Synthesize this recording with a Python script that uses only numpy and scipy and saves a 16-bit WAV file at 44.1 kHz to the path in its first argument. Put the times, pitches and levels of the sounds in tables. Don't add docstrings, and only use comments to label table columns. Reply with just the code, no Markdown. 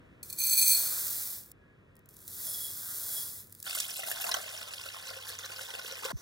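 import sys
import numpy as np
from scipy import signal
from scipy.fft import rfft, irfft, next_fast_len
from scipy.io import wavfile
from scipy.ndimage import uniform_filter1d

SR = 44100
rng = np.random.default_rng(int(sys.argv[2]) if len(sys.argv) > 2 else 0)


def pcm_store(signal):
    levels = np.round(np.clip(np.atleast_2d(signal), -1, 1) * 32767)
    wavfile.write(sys.argv[1], SR, levels.astype(np.int16).T)


N = 273937

# pitch in Hz, width in Hz, relative strength in dB when struck
# on the bottom, the same in dB when struck on the wall.
BOWL_MODES = [(2399, 36, -4, -40), (3350, 30, -25, -5), (4340, 90, -1, -28), (5160, 30, -35, -8),
              (6215, 60, -9, -30), (6320, 40, -5, -24), (7280, 30, -35, -9), (7803, 45, -3, -26),
              (8083, 33, -8, -16), (8526, 33, 1, -26), (8832, 28, -16, -4), (9941, 33, -14, 1),
              (10455, 70, -2, -13), (11660, 65, -1, -6), (13640, 70, -6, -22), (13805, 60, -4, -7),
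              (15188, 66, -1, -18), (15720, 60, -3, -18)]
# frequency in Hz, relative density in dB per Hz.
PATTER_COLOUR = [(1000, -32), (2000, -14), (3000, -15), (4500, -10), (7000, -8), (10000, -4), (16000, 0)]
# frequency in Hz, relative density in dB per Hz.
RUSH_COLOUR = [(150, -18), (450, -2), (750, 3), (980, -6), (1250, 0), (1650, -4), (2300, -18)]
# time in seconds, spatter level in dB, gurgle in dB over the spatter.
STREAM = [(3.64, -54, -6), (3.662, -44, -7.5), (3.8, -39.5, -17.5), (3.85, -44, -12), (4.07, -43.5, -10),
          (4.27, -41, -5.5), (4.37, -44.5, -6.5), (4.43, -44, -8), (5.2, -47.5, -6), (6.02, -45.5, -5.5),
          (6.05, -40, -6.5), (6.12, -49.5, 11)]
# frequency in Hz, relative density in dB per Hz.
SPATTER_COLOUR = [(1800, -15), (2600, 7), (4000, 3), (5500, 5), (7000, 0), (9000, -0.5)]
# frequency in Hz, relative density in dB per Hz.
FIZZ_COLOUR = [(5000, -9.5), (7500, 1.5), (10000, 4.5), (16000, 3)]
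# frequency in Hz, relative density in dB per Hz.
GURGLE_COLOUR = [(200, -3), (450, -8.5), (800, 8.5), (1100, 4), (1450, 10), (1900, 10), (2600, -5)]
# frequency in Hz, relative density in dB per Hz.
AIR_COLOUR = [(25, -34), (45, -7), (100, -1), (200, -7.5), (400, -11.5), (1000, -20), (2500, -22),
              (4500, -41), (8000, -47), (16000, -52.5)]
# time in seconds, level in dB.
AIR_LEVEL = [(0, -57), (1.52, -61), (3.45, -61.5), (3.7, -66), (6.21, -70)]
# pitch in Hz, width in Hz, level in dB.
HUM = (97.8, 1.1, -71)
# frequency in Hz, relative density in dB per Hz.
HISS_COLOUR = [(800, -22), (4800, -27), (6040, -16), (7190, -30), (16000, -30)]
# frequency in Hz, lead of the left port in radians, left minus right in dB.
PORTS = [(300, .1, -1), (510, 1, 2), (690, 2.5, 7), (860, 3.8, 3.5), (1030, 5.3, -2), (1400, 5.6, -2.5),
         (1750, 5.4, 0), (2080, 3.7, 1), (2300, np.pi, 0), (3020, np.pi, 0), (3250, 1.7, -1), (3800, .1, 0),
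         (5000, .1, -.5), (5700, .5, -5), (7000, .7, -2), (11000, -.3, 0), (15800, -.9, 0)]
CUTS = (0, 1.522, 6.121, 7)
# time in seconds, central pitch in Hz,
# level in dB over the gurgle, central overtone pitch in Hz.
POCKET = [(3.63, 690, -14, 1420), (3.85, 740, -2.5, 1430), (4.12, 668, 1, 1550), (4.32, 723, -0.5, 1294),
          (4.45, 634, -6, 1480), (5.0, 514, -11, 1456), (6.12, 486, -10, 1530)]
# start in seconds, end in seconds, pitch in Hz,
# width in Hz of each resonance pass, level in dB before the swell and fade.
WHISTLES = [(1.581, 1.792, 1664, 14, -70.5), (1.825, 2.12, 1860, 25, -76)]
# time in seconds, patter level in dB.
FLOWS = [
    [(.23, -48), (.375, -45.5), (.39, -39.5), (.47, -35), (.78, -28.5), (1.22, -32), (1.36, -37.5),
     (1.45, -50.5), (1.52, -59)],
    [(2.09, -59), (2.265, -49), (2.285, -43.5), (2.46, -34.5), (2.76, -38), (3.17, -32), (3.3, -38.5),
     (3.4, -43), (3.48, -58), (3.64, -54)],
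]
# start in seconds, end in seconds, ring in dB over the patter.
BARE_SPELLS = [
    [(0.39, 0.697, 8)],
    [(2.483, 2.64, -5), (3.12, 3.2, -9)],
]
# level in dB over the patter, hollowest moment in seconds.
RUSHES = ((-24.5, 0.94), (-23, 2.88))
# time in seconds, peak of the crack in dB.
TICKS = [(0.2294, -33.5), (0.3, -30.5), (0.327, -28.5), (0.386, -27.5), (1.516, -33), (1.954, -47.5),
         (1.966, -45.5), (1.9914, -52), (2.058, -46), (2.089, -37.5), (2.1395, -44), (2.167, -32.5),
         (2.2782, -23.5), (3.525, -30), (3.55, -32), (3.601, -28.5), (3.627, -25)]
# time in seconds, peak in dB, starting pitch in Hz.
LOUD_BUBBLES = [(3.665, -38, 1370), (3.694, -29, 10700), (3.726, -42, 1400), (3.75, -23, 7400),
                (3.771, -34.5, 1370), (3.8, -22, 7340), (3.904, -29.5, 7840), (3.9664, -29.5, 11700),
                (3.992, -37.5, 710), (4.033, -32.5, 1850), (4.073, -40, 660), (4.114, -31.5, 1675),
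                (4.2116, -26.5, 10500), (4.289, -32, 940), (4.314, -24.5, 5070), (4.341, -19.5, 5800),
                (4.367, -30, 674), (4.6244, -34, 5030), (4.7358, -32.5, 4600), (4.86, -39, 1310),
                (5.069, -36.5, 5870), (5.109, -46.5, 655), (5.165, -44.5, 504), (5.289, -33.5, 3740),
                (5.3883, -27, 6170), (5.444, -44, 1620), (5.456, -32, 5960), (5.499, -38.5, 1370),
                (5.61, -36, 3470), (5.611, -47.5, 525), (5.846, -38, 1500), (5.9122, -34, 3700),
                (5.921, -46.5, 526), (6.043, -32.5, 3500), (6.05, -36, 500), (6.105, -41, 1510)]
KNOCK_DB = -64, -66.5
# frequency in Hz, phase shift of the left port in radians, level shift in dB.
WATER_SPOT = [(1750, 0, 0), (2120, .85, 0), (2440, 0, 0), (2950, -.65, -3), (3400, 0, 0)]
# frequency in Hz, phase shift of the left port in radians, level shift in dB.
BOTTOM_SPOT = [(2050, 0, 0), (2400, .75, 0), (2600, 0, 0)]
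# frequency in Hz, level in dB against the direct sound.
ECHO_COLOUR = [(300, -12), (700, -6), (2100, -5), (2450, -32), (2950, -32), (3300, -6), (8600, -14)]

DENSE_DB = -41
MEET_DB_PER_S, BURY_DB_PER_S = 499.5, 87
BURIED_DB, BURIED_DAMPING = -18.5, 5.9
HOLLOW_S, HOLLOW_HZ = 0.13, 1390
PING_DB = 17.5
FLOOD_S, FLOOD_TAKES_S = 4.3, 0.0053
FIZZ_DRY_DB, FIZZ_FLOODED_DB = 1.5, -8
OVERTONE_DB = -8.5
WANDER = 0.05
POP_HZ, BURST_DB = 3000, -21
SPLASH_DB, SPLASH_S = -13, 0.0031
BUMP_S, BUMP_DB, BUMP_SWELL_S = 6.129, -27.5, 0.03
BUMP_SWELL_DB_PER_S, BUMP_DIE_DB_PER_S = 594, 1496
BUMP_START_HZ, BUMP_LOW_HZ, BUMP_SINK_S = 348, 38, 0.0145
HISS_S, HISS_DB, HISS_RISE_S = 6.161, -54, 0.0089
EDGE_HZ = 15830


def amp(db):
    return 10 ** (np.asarray(db) / 20)


def evened(x):
    return x / np.sqrt(np.mean(x ** 2) + 1e-20)


def read(points, hz, column=1):
    table = np.transpose(points)
    return np.interp(np.log(hz + 1), np.log(table[0] + 1), table[column])


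def play(rows):
    s, *columns = np.transpose(rows)
    t = np.arange(N) / SR
    gate = (t >= s[0]) & (t < s[-1])
    return gate, *(np.interp(t, s, c) for c in columns)


def coloured(x, points):
    size = next_fast_len(N)
    gain = amp(read(points, np.fft.rfftfreq(size, 1 / SR)))
    return evened(irfft(rfft(x, size) * gain, size)[:N])


def drifting(first, second):
    noise = rng.standard_normal(N)
    return evened(uniform_filter1d(uniform_filter1d(noise, first), second))


def clicks(per_s, spread_db):
    luck, side = rng.random((2, N))
    luck = luck * SR / per_s
    hit, out = luck < 1, np.zeros(N)
    size_db = spread_db * np.minimum(-np.log(luck[hit]), 5)
    out[hit] = amp(size_db) * np.sign(side[hit] - .5)
    return evened(out)


def strikes(rows):
    out = np.zeros(N)
    s, db = np.transpose(rows)
    out[(s * SR).astype(int)] = amp(db)
    return out


def resonate(x, hz, width, count=1):
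    turn = np.exp(2j * np.pi * np.cumsum(hz * np.ones(N)) / SR)
    r = np.exp(-np.pi * width / SR)
    low = x / turn + 1e-18
    for _ in range(count):
        low = signal.lfilter([1 - r], [1, -r], low)
    out = (turn * low).real
    return out / np.sqrt(np.mean(out ** 2, -1, keepdims=True))


def cavity(x, hz, width):
    return resonate(x, hz, width, count=2)


def shifted(pair, points):
    size = next_fast_len(N + 4096)
    hz = np.fft.rfftfreq(size, 1 / SR)
    half = amp(read(points, hz, column=2) / 2) * np.exp(.5j * read(points, hz))
    return irfft(rfft(pair, size) * np.array([half, 1 / half]), size)[:, :N]


def kitchen():
    hz, width, db = HUM
    hum = amp(db) * resonate(rng.standard_normal(N), np.full(N, hz), width)
    shared, left, right = (coloured(z, AIR_COLOUR) for z in rng.standard_normal((3, N)))
    air = shared + 0.38 * np.array([left, right])
    t, whistles = np.arange(N) / SR, np.zeros(N)
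    for start, end, hz, width, db in WHISTLES:
        swell = np.sin(np.pi * np.clip((t - start) / (end - start), 0, 1))
        whistles += amp(db) * swell * cavity(rng.standard_normal(N), hz, width)
    return amp(play(AIR_LEVEL)[1]) * air + hum + whistles


def closing_hiss():
    t = np.arange(N) / SR
    rise = np.clip((t - HISS_S) / HISS_RISE_S, .25, 1) * (t > CUTS[2])
    return rise * amp(HISS_DB) * coloured(rng.standard_normal(N), HISS_COLOUR)


def bump():
    t = np.maximum(np.arange(N) / SR - BUMP_S, 0)
    hz = BUMP_LOW_HZ + (BUMP_START_HZ - BUMP_LOW_HZ) * np.exp(-t / BUMP_SINK_S)
    phase = 2 * np.pi * np.cumsum((t > 0) * hz) / SR
    ahead = 1.8 + 2 * np.pi * hz * .003
    swell = BUMP_SWELL_DB_PER_S * (BUMP_SWELL_S - t)
    die = BUMP_DIE_DB_PER_S * (t - BUMP_SWELL_S)
    onset = np.minimum(t / 0.00063, 1)
    return onset * amp(BUMP_DB - np.maximum(swell, die)) * np.sin([phase, phase + ahead])


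def bubble(hz, cycles, glide):
    u = np.arange(int(4 * cycles * SR / hz)) * hz / (SR * cycles)
    tone = np.sin(2 * np.pi * cycles * (u + glide * u ** 2 / 2))
    return tone * u ** 2 * np.exp(-2.4 * u)


def bubbles(lo_hz, hi_hz, per_s, cycles, spread_db, count):
    sizes = [bubble(hz, cycles, 0.055) for hz in np.geomspace(lo_hz, hi_hz, count)]
    return evened(sum(signal.oaconvolve(clicks(per_s / count, spread_db), b)[:N] for b in sizes))


def loud_bubbles(rows, cycles, glide):
    out = np.zeros(N + SR)
    for s, db, hz in rows:
        b = bubble(hz, cycles, glide)
        out[round(s * SR):][:len(b)] += amp(db) * b / abs(b).max()
    return out[:N]


def water():
    gate, spatter_db, gurgle_db = play(STREAM)
    t = np.arange(N) / SR
    fizz_db = np.interp(t, [FLOOD_S, FLOOD_S + FLOOD_TAKES_S], [FIZZ_DRY_DB, FIZZ_FLOODED_DB])
    wash = rng.standard_normal((3, N))
    lumps = drifting(260, 160)
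    surge, drift = drifting(1500, 1500), drifting(1500, 1500)

    spatter = bubbles(1959, 10500, 3500, 4.53, 3.74, count=14) + 0.54 * wash[0]
    spatter = coloured(spatter, SPATTER_COLOUR) * amp(1.9 * lumps)
    fizz = bubbles(5500, 15200, 970, 3.4, 2.14, count=8) + 0.63 * wash[1]
    fizz = coloured(fizz, FIZZ_COLOUR) * amp(1.0 * lumps + 2.9 * drift)
    gurgle = bubbles(422.5, 2660, 450, 2.67, 3.1, count=12) + 1.42 * wash[2]
    gurgle = coloured(gurgle, GURGLE_COLOUR) * amp(2.47 * lumps + 1.6 * surge)

    _, pocket_hz, pocket_db, overtone_hz = play(POCKET)
    pocket_hz = pocket_hz * (1 + WANDER * surge)
    overtone_hz = overtone_hz * (1 + WANDER * drift)
    gulps = clicks(260, 3.2) * amp(1.6 * lumps + 1.5 * surge)
    large = strikes([row[:2] for row in LOUD_BUBBLES if row[2] < POP_HZ])
    drives = np.array([gulps, large])
    low, high = cavity(drives, pocket_hz, 133.0), cavity(drives, overtone_hz, 160.0)
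    gurgle = gurgle + amp(pocket_db) * low[0] + amp(OVERTONE_DB) * high[0]
    knocks = amp(KNOCK_DB[0]) * low[1] + amp(KNOCK_DB[1]) * high[1]

    spray = t[:3000] / SPLASH_S * np.exp(1 - t[:3000] / SPLASH_S)
    splash = signal.oaconvolve(strikes([row[:2] for row in LOUD_BUBBLES]), spray)[:N]
    level = amp(spatter_db + 0.46 * surge) + amp(SPLASH_DB) * splash
    stream = level * (spatter + amp(fizz_db) * fizz + amp(gurgle_db) * gurgle)
    return gate * (stream + knocks) + loud_bubbles(LOUD_BUBBLES, 4., .05)


def glass(blows, column, damping=1):
    t, ring = np.arange(6000) / SR, np.zeros(6000)
    for k, mode in enumerate(BOWL_MODES):
        hz, width = mode[:2]
        decay = np.exp(-np.pi * width * damping * t)
        ring += (-1) ** k * amp(mode[column]) * width * decay * np.sin(2 * np.pi * hz * t)
    ring *= 1 - np.exp(-t / 0.00075)
    ring = signal.sosfilt(signal.butter(4, 2000, "high", fs=SR, output="sos"), ring)
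    return signal.oaconvolve(blows, ring / np.linalg.norm(ring))[:N]


def stray_cracks():
    t, out = np.arange(600) / SR, np.zeros(N + SR)
    rows = TICKS + [(s, db + BURST_DB) for s, db, hz in LOUD_BUBBLES if hz > POP_HZ]
    for s, db in rows:
        crack = np.diff(rng.standard_normal(601)) * t * np.exp(-t / 0.00095)
        out[int(s * SR):][:600] += amp(db) * crack / abs(crack).max()
    covered_s = BARE_SPELLS[0][0][1]
    pings = strikes([row for row in TICKS if row[0] < covered_s])
    return out[:N] + amp(PING_DB) * glass(pings, column=2)


def cup(rows, bare, heap, column):
    gate, flow_db = play(rows)
    t = np.arange(N) / SR
    start, end, bare_db = np.transpose(bare)[..., None]
    cover_db = MEET_DB_PER_S * np.maximum(start - t, 0) + BURY_DB_PER_S * np.maximum(t - end, 0)
    ring_db = flow_db + (bare_db - cover_db).max(0)

    dense = np.clip(amp(flow_db - DENSE_DB), .05, 1)
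    grains = clicks(9000 * dense, 3.06) / np.sqrt(dense)
    patter = amp(flow_db) * coloured(grains, PATTER_COLOUR)

    ring = glass(clicks(900, 2.2) * gate * amp(ring_db), column)
    buried = clicks(1800, 0.71) * gate * amp(flow_db + BURIED_DB)
    ring += glass(buried, column, damping=BURIED_DAMPING)

    rush_db, hollowest_s = heap
    hollow = np.exp(-((t - hollowest_s) / HOLLOW_S) ** 2) * cavity(clicks(3000, 2.), HOLLOW_HZ, 600.)
    rush = amp(flow_db + rush_db) * (coloured(clicks(3000, 1.92), RUSH_COLOUR) + hollow)
    return gate * (patter + rush) + ring


def table_echoes():
    t = np.arange(3000) / SR
    echoes = rng.standard_normal((2, 3000)) * amp(-60 * t / 0.2) * (t > .001)
    gain = amp(read(ECHO_COLOUR, np.fft.rfftfreq(3000, 1 / SR)))
    return irfft(rfft(echoes / np.linalg.norm(echoes[0])) * gain)


def scene():
    first = cup(FLOWS[0], BARE_SPELLS[0], RUSHES[0], column=2) + stray_cracks()
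    near = cup(FLOWS[1], BARE_SPELLS[1], RUSHES[1], column=3) + closing_hiss()
    near = near + shifted(first[None], BOTTOM_SPOT) + shifted(water()[None], WATER_SPOT)
    echoes = table_echoes()
    section = np.searchsorted(CUTS, np.arange(N) / SR)
    out = bump() + kitchen()
    for k in np.unique(section):
        inside = section == k
        part = near * inside
        out += part + signal.oaconvolve(part, echoes, axes=1)[:, :N] * inside
    return out


def record(dry):
    low_pass = signal.firwin(1023, EDGE_HZ, window=("kaiser", 9), fs=SR)
    return signal.oaconvolve(shifted(dry, PORTS), low_pass[None], "same")


dry = scene()
out = record(dry)
pcm_store(out)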